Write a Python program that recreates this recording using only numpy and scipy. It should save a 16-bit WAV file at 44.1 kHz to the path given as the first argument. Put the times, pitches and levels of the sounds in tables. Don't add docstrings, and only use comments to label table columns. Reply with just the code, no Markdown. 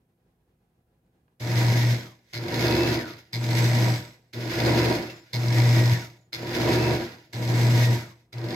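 import sys
import numpy as np
from scipy import signal
from scipy.fft import rfft, irfft, next_fast_len
from scipy.io import wavfile
from scipy.ndimage import uniform_filter1d

SR = 44100
rng = np.random.default_rng(int(sys.argv[2]) if len(sys.argv) > 2 else 0)


def put_to_file(sound):
    columns = np.atleast_2d(sound).T
    safe = np.clip(columns, -1, 1)
    whole_steps = np.round(safe * 32767)
    wavfile.write(sys.argv[1], SR, whole_steps.astype(np.int16))


N = 377363
T = np.arange(N) / SR
HUM_HZ = 120
CYCLE_START_S, CYCLE_S, COAST_S = 1.33, 1.0, .62
SLACK_S = .008


def undb(db):
    return 10 ** (np.asarray(db) / 20)


def unit(x):
    return x / np.sqrt(np.mean(x ** 2))


def even(x, reverse):
    return x / np.where(reverse, x[..., reverse].std(), x[..., ~reverse].std())


def noise():
    return rng.standard_normal((2, N))


def walk(rate_hz):
    k = int(SR / rate_hz)
    return unit(uniform_filter1d(np.repeat(rng.standard_normal(N // k + 1), k), k)[:N])


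def colour(x, points):
    hz, db = np.transpose(points)
    size = next_fast_len(N)
    gain = undb(np.interp(np.log(np.arange(size // 2 + 1) * SR / size + 1), np.log(hz), db))
    return irfft(rfft(x, size) * gain, size)[..., :N]


def ring(x, hz, width_hz):
    return signal.lfilter(*signal.iirpeak(hz, hz / width_hz, SR), x)


def body(x, modes, reverse):
    return sum(ring(x, hz, width) * undb(np.where(reverse, back_db, fore_db)) * (-1) ** k
               for k, (hz, width, fore_db, back_db, *_) in enumerate(modes))


def burst(strikes, decay_s):
    return signal.lfilter([1], [1, -np.exp(-1 / (decay_s * SR))], strikes)


def triggers(count, scatter_db):
    return np.append(0, np.diff(np.floor(count))) * undb(scatter_db * rng.standard_normal(N))


def hits(cues):
    strikes = np.zeros(N)
    for s, db in cues:
        strikes[int(s * SR)] = undb(db)
    return strikes


# f/Hz, relative level/dB
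ROOM_TONE = [(29, -18), (50, -2.5), (82, -10.5), (180, -5.5), (546, -17), (582, -26), (724, -18),
             (1090, -28.5), (9000, -47.5), (11700, -78), (19800, -120)]
# f/Hz, level/dB
FRIDGE_LINES = [(59.2, -101), (118.4, -77.5), (177.6, -85.5), (236.9, -84)]
def kitchen(murmur_db=-70.5):
    murmur = unit(colour(noise(), ROOM_TONE)) * undb(murmur_db + 2 * walk(23))
    return murmur + sum(np.sqrt(2) * undb(db) * np.sin(2 * np.pi * hz * T) for hz, db in FRIDGE_LINES)


def button(at_s=1.28, decay_s=.004, hz=980, width_hz=1100):
    press = undb(-52) * (T > at_s) * np.exp(-np.abs(T - at_s) / decay_s)
    return ring(ring(press * noise(), hz, width_hz), hz, width_hz)


# t/s, forward speed/(turns/s), reverse speed/(turns/s)
SPEED_CURVE = [(0, 12, 12), (.12, 40, 44), (.19, 48.5, 51), (.26, 55.5, 62), (.33, 56.3, 70.5),
               (.42, 54.3, 72.4), (.5, 52.8, 73.5), (.61, 51.8, 73.5), (.65, 47, 57), (.72, 38, 41),
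               (1, 8, 12)]
def shaft_speed(cycle_t, reverse):
    at, fore, back = np.transpose(SPEED_CURVE)
    return np.where(reverse, np.interp(cycle_t, at, back), np.interp(cycle_t, at, fore))


# chatter t/s, full hum/dB, soft-start hum/dB, hum dip t/s into the cycle,
# churn/dB, rattle/dB, rattle tail trim/dB, chatter drive/dB, chatter length/s, coupling seat/0-1,
# knock/dB re hiss, whine trim/dB, upper whine trim/dB, whistle/dB re rattle
PULSE_CUES = [(1.4034, -21, -28.5, 0.14, -31, -37.5, 24, -43, 0.019, 1, -6.5, 1, -5, -19),
              (2.334, -29, -30, 0.16, -25.5, -36, -1, -27, 0.055, 0, -3, 2.5, -1, -30),
              (3.3313, -21, -26.5, .12, -29.5, -37, 5, -22, 0.034, 0.47, -4, -3.5, 11, -14),
              (4.335, -26.5, -31, 0.21, -24.5, -35.5, 7, -33.5, 0.013, 0, -5, -4.5, .1, -25),
              (5.333, -18, -24.5, .1, -29.5, -36, -13, -21.5, 0.034, 1, -5.5, 3.5, -5, -18),
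              (6.33, -27, -37.5, 0.23, -25, -36, -4.5, -22.5, 0.032, .35, -6.5, 2, -3, -26),
              (7.333, -18.5, -28, 0.052, -29, -37, -7, -35, 0.029, 0.5, -8.5, 3, -6, -16),
              (8.33, -37, -33, 0.23, -26, -40, -7, -32.5, 0.0085, .2, -2, 3, 4, -26)]
# t/s, hum trim/dB, churn trim/dB, rattle trim/dB
FORWARD_ENVELOPE = [(.02, -0.8, -10, -10.5), (.1, 0.5, -7.5, -7.5), (.26, 0.7, 0.64, 0.06),
                    (0.599, 0.1, -3, -2.05), (.68, -19.5, -12.5, -10.5), (.86, -43.5, -36.5, -34),
                    (1, -53, -52, -50.5)]
REVERSE_ENVELOPE = [(.02, -1.5, -19, -10.5), (.07, -1.8, -13.5, -13.5), (.2, -1, -7.5, -4),
                    (.33, -1.2, 0.3, -0.36), (.59, -1, -0.1, -1.6), (.68, -13.5, -8, -9),
                    (.8, -24, -21.5, -16.5), (.96, -40, -45, -32.5), (1, -31, -37, -34)]
def faders(pulse, cycle_t, reverse, attacks_s=(.025, .011, .0047)):
    chatter_s, full_db, soft_db, dip_s, churn_db, rattle_db, tail_db = np.array(PULSE_CUES)[pulse, :7].T
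    soft_start = np.interp(cycle_t, (.11, .28), (0, 1))
    dip_db = np.where(reverse, -17.5, -2.5) * np.exp(-((cycle_t - dip_s) / .03) ** 2)
    hum_db = soft_db + (full_db - soft_db) * soft_start + dip_db
    rattle_db = rattle_db + tail_db * np.interp(cycle_t, (.9, 1), (0, 1))
    powered_s = np.maximum(T + SLACK_S - chatter_s, 0)
    fore_t, *fores = np.transpose(FORWARD_ENVELOPE)
    back_t, *backs = np.transpose(REVERSE_ENVELOPE)
    levels = []
    for db, fore, back, attack_s in zip((hum_db, churn_db, rattle_db), fores, backs, attacks_s):
        shape_db = np.where(reverse, np.interp(cycle_t, back_t, back), np.interp(cycle_t, fore_t, fore))
        onset_db = 20 * np.log10(1e-5 + 1 - np.exp(-(powered_s / attack_s) ** 2))
        levels.append(db + shape_db + onset_db)
    return levels


# multiple of HUM_HZ, level/dB re churn
HUM_OVERTONES = [(2, -10), (3, -20.5), (4, -38), (5, -13.5)]
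def field_hum(hum_db, churn_db, turns, reverse):
    phase = 2 * np.pi * HUM_HZ * T
    waver_db = np.where(reverse, 2, .6) * walk(25)
    root = np.sqrt(2) * undb(hum_db + waver_db) * np.sin(phase + .013 * np.sin(2 * np.pi * turns))
    overtones = sum(undb(db + 4.1 * walk(15)) * np.sin(k * phase + k) for k, db in HUM_OVERTONES)
    return root + undb(churn_db) * overtones


def unbalance(turns, speed, reverse):
    root = undb(np.where(reverse, -11, -14)) * np.sin(2 * np.pi * turns)
    octave = undb(np.where(reverse, -16, -4) + 5.5 * walk(20)) * np.sin(4 * np.pi * turns)
    return (speed / 70) ** 2 * (root + octave)


# f/Hz, width/Hz, forward hiss/dB, reverse hiss/dB,
# knock on seat 0/dB, knock on seat 1/dB
HOUSING_MODES = [(1415, 75, -11, 0.5, -25, -24), (1913, 360, -4.5, -1, -20, -14),
                 (2185, 205, 0, 2.5, -2, -0.5), (2640, 730, -9.5, -5.5, -15, -20),
                 (3660, 460, -6, -3, -8, -10.5), (4116, 410, -7, -4, -4, -6),
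                 (4820, 317, -7.5, -3, -2.5, -2.5), (5270, 154, -5, -2.5, -13.5, -3),
                 (6050, 460, -9, -8.5, -17, -15), (7220, 280, -13.5, -13, -42, -17),
                 (7630, 180, -20, -18, -34, -30), (11560, 340, -20, -22.5, -28, -39),
                 (12340, 130, -9.5, -9.5, -20, -27), (12930, 4900, -22.5, -20.5, -28, -35)]
def coupling_hit(strikes, seat=0):
    blow = np.array([strikes, np.roll(strikes, shift=17)])
    contact = blow + .09 * burst(strikes, decay_s=.003) * noise()
    return sum(ring(ring(contact, hz, 2 * width), hz, width) * undb(db0 + (db1 - db0) * seat)
               for hz, width, _, _, db0, db1 in HOUSING_MODES)


def chatter(gain_db=28):
    strikes = np.zeros(N)
    roll_t = np.arange(0, .08, 1 / HUM_HZ)
    for s, db, length_s in np.array(PULSE_CUES)[:, [0, 7, 8]]:
        strikes[((s + roll_t) * SR).astype(int)] += undb(db) / (1 + (roll_t / length_s) ** 6)
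    return undb(gain_db) * coupling_hit(strikes)


def rattle(turns, reverse, knock_db, seat):
    torque = np.cos(2 * np.pi * HUM_HZ * T)
    blows = triggers(turns + .02 * walk(70), scatter_db=1.5)
    knock = coupling_hit(blows * undb(np.where(reverse, 2.5, .8) * torque), seat)
    hiss = body(undb(.96 * torque + 2.1 * walk(50)) * noise(), HOUSING_MODES, reverse)
    return even(hiss, reverse) + undb(knock_db) * even(knock, reverse)


# multiple of shaft speed, forward weight/dB, reverse weight/dB
WHINE_PARTIALS = [(35.8, -11.5, -12.5), (111.5, -21, -21)]
# f/Hz, width/Hz, gain/dB
SHELL_MODES = [(1890, 110, 1.5), (2645, 55, 7.5), (6340, 300, -6.5)]
def whine(turns, reverse, coasting, upper_db):
    phase = 2 * np.pi * (turns + .0052 * np.cumsum(walk(60)) / SR)
    rough = 1 + np.where(coasting, 2.2, .2) * walk(250)
    trims_db = 0, np.where(coasting, -12, upper_db)
    bars = 0
    for (k, fore_db, back_db), trim_db in zip(WHINE_PARTIALS, trims_db):
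        level_db = np.where(reverse, back_db, fore_db) + trim_db + 3.4 * walk(12)
        bars = bars + rough * undb(level_db) * np.sin(k * phase)
    return .67 * bars + sum(undb(db) * ring(bars, hz, width) for hz, width, db in SHELL_MODES)


def whistle(turns):
    return unit(ring(noise(), hz=7880, width_hz=130)) * undb(2.7 * np.cos(2 * np.pi * turns))


# f/Hz, width/Hz, forward gain/dB, reverse gain/dB
JAR_MODES = [(168.3, 33, -3.5, -8.5), (227.1, 22, 0, -3), (299.7, 38.5, 0, 0.2), (337, 25.8, 3.5, 5.5),
             (379, 46, -7.5, -4.5), (479.4, 42, -6, -4.5), (567.6, 32.6, -9, -9.5), (659, 65, -11, -12),
             (764.3, 34, -10, -11), (932, 47, -8.5, -10.5)]
def churn(turns, reverse):
    once_a_turn = triggers(turns, scatter_db=.67)
    blades = triggers(4 * turns + .3 * walk(60), scatter_db=4.9)
    thumps = .5 * (unit(once_a_turn) + unit(blades)) * [[1], [0]]
    slosh = 1.29 * undb(1.86 * walk(40)) * noise()
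    return even(body(thumps + slosh, JAR_MODES, reverse), reverse)


# f/Hz, relative level/dB
RUSH_SPECTRUM = [(82, 0.5), (140, 3), (334, -19.5), (407, -22), (581, -10.5), (1230, -13.5), (2190, -12),
                 (2940, -24), (4920, -26.5), (15800, -53)]
def rush(churn_db, rattle_db):
    return unit(colour(noise(), RUSH_SPECTRUM)) * undb(.5 * (churn_db + rattle_db) - 2 + 1.35 * walk(30))


# t/s, length/s, f/Hz, level/dB
SQUEAK_CUES = [(1.944, 0.21, 3260, -60), (5.1, 0.16, 7150, -65), (5.1, 0.2, 5250, -63),
               (5.09, .05, 2700, -53), (5.945, 0.17, 6550, -60), (6.14, 0.18, 6820, -79)]
def squeaks():
    out = 0
    for s, length_s, hz, db in SQUEAK_CUES:
        swell = np.sin(np.pi * np.sqrt(np.clip((T - s) / length_s, 0, 1)))
        out = out + undb(db) * swell * unit(ring(rng.standard_normal(N), hz, width_hz=30))
    return out


# t/s, drive level/dB
CLACK_CUES = [(4.6021, -20), (4.66, -23), (5.1, -37), (7.009, -33)]
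def clacks(gain_db=28):
    return undb(gain_db) * coupling_hit(hits(CLACK_CUES))


# t/s, drive level/dB
LUMP_CUES = [(5.437, -22), (6.427, -25.5)]
def lumps(reverse, gain_db=16):
    thumps = body(burst(hits(LUMP_CUES), decay_s=.0009), JAR_MODES, reverse)
    return undb(gain_db) * thumps * np.array([[1], [.3]])


def echoes(x, t60_s):
    tail = rng.standard_normal(SR // 2) * np.exp(-np.log(1000) * T[:SR // 2] / t60_s)
    return signal.fftconvolve(x, tail / np.linalg.norm(tail))[:N]


# f/Hz, side gain/dB
SIDE_EQ = [(100, -21), (250, -18), (500, -9), (1000, -3.5), (4000, -1.5), (7000, -6.5), (12000, -8.5)]
# f/Hz, gain/dB
RIGHT_LEAN = [(300, -28), (1000, -21.5), (2200, -8), (5000, -16), (9000, -36)]
def stereo(shared, apart, tones):
    mid = tones + shared + undb(-8) * echoes(shared, t60_s=.23)
    spread = tones + apart + undb(-2) * echoes(apart, t60_s=.12)
    side = colour(spread, SIDE_EQ) - colour(mid, RIGHT_LEAN)
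    return np.array([mid + side, mid - side])


def scene():
    cues = np.array(PULSE_CUES)
    pulse = np.maximum(np.searchsorted(cues[:, 0], T + SLACK_S) - 1, 0)
    cycle_t = T - CYCLE_START_S - CYCLE_S * pulse
    reverse = pulse % 2 == 1
    speed = shaft_speed(cycle_t, reverse)
    turns = np.cumsum(speed) / SR
    hum_db, churn_db, rattle_db = faders(pulse, cycle_t, reverse)
    seat, knock_db, whine_db, upper_db, whistle_db = cues[pulse, -5:].T
    knock_db = knock_db - 10 * np.maximum(cycle_t - COAST_S, 0)

    tones = field_hum(hum_db, churn_db, turns, reverse) + undb(churn_db) * unbalance(turns, speed, reverse)
    motor = rattle(turns, reverse, knock_db, seat)
    motor += undb(whine_db) * whine(turns, reverse, cycle_t > COAST_S, upper_db)
    motor += undb(whistle_db) * whistle(turns)
    treble = button() + chatter() + undb(rattle_db) * motor + squeaks() + clacks()
    jar = undb(churn_db) * churn(turns, reverse) + rush(churn_db, rattle_db) + lumps(reverse)
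    jar = signal.sosfilt(signal.butter(4, 95, "high", fs=SR, output="sos"), jar)
    shared, apart = kitchen() + treble + jar
    return stereo(shared, apart, tones)


def record(dry):
    dry = dry + undb(-86.5) * unit(ring(noise(), hz=12300, width_hz=6000))
    dry = signal.sosfilt(signal.butter(4, 50, "high", fs=SR, output="sos"), dry)
    return signal.sosfilt(signal.ellip(12, .2, 90, 15800, fs=SR, output="sos"), dry)


dry = scene()
out = record(dry)
put_to_file(out)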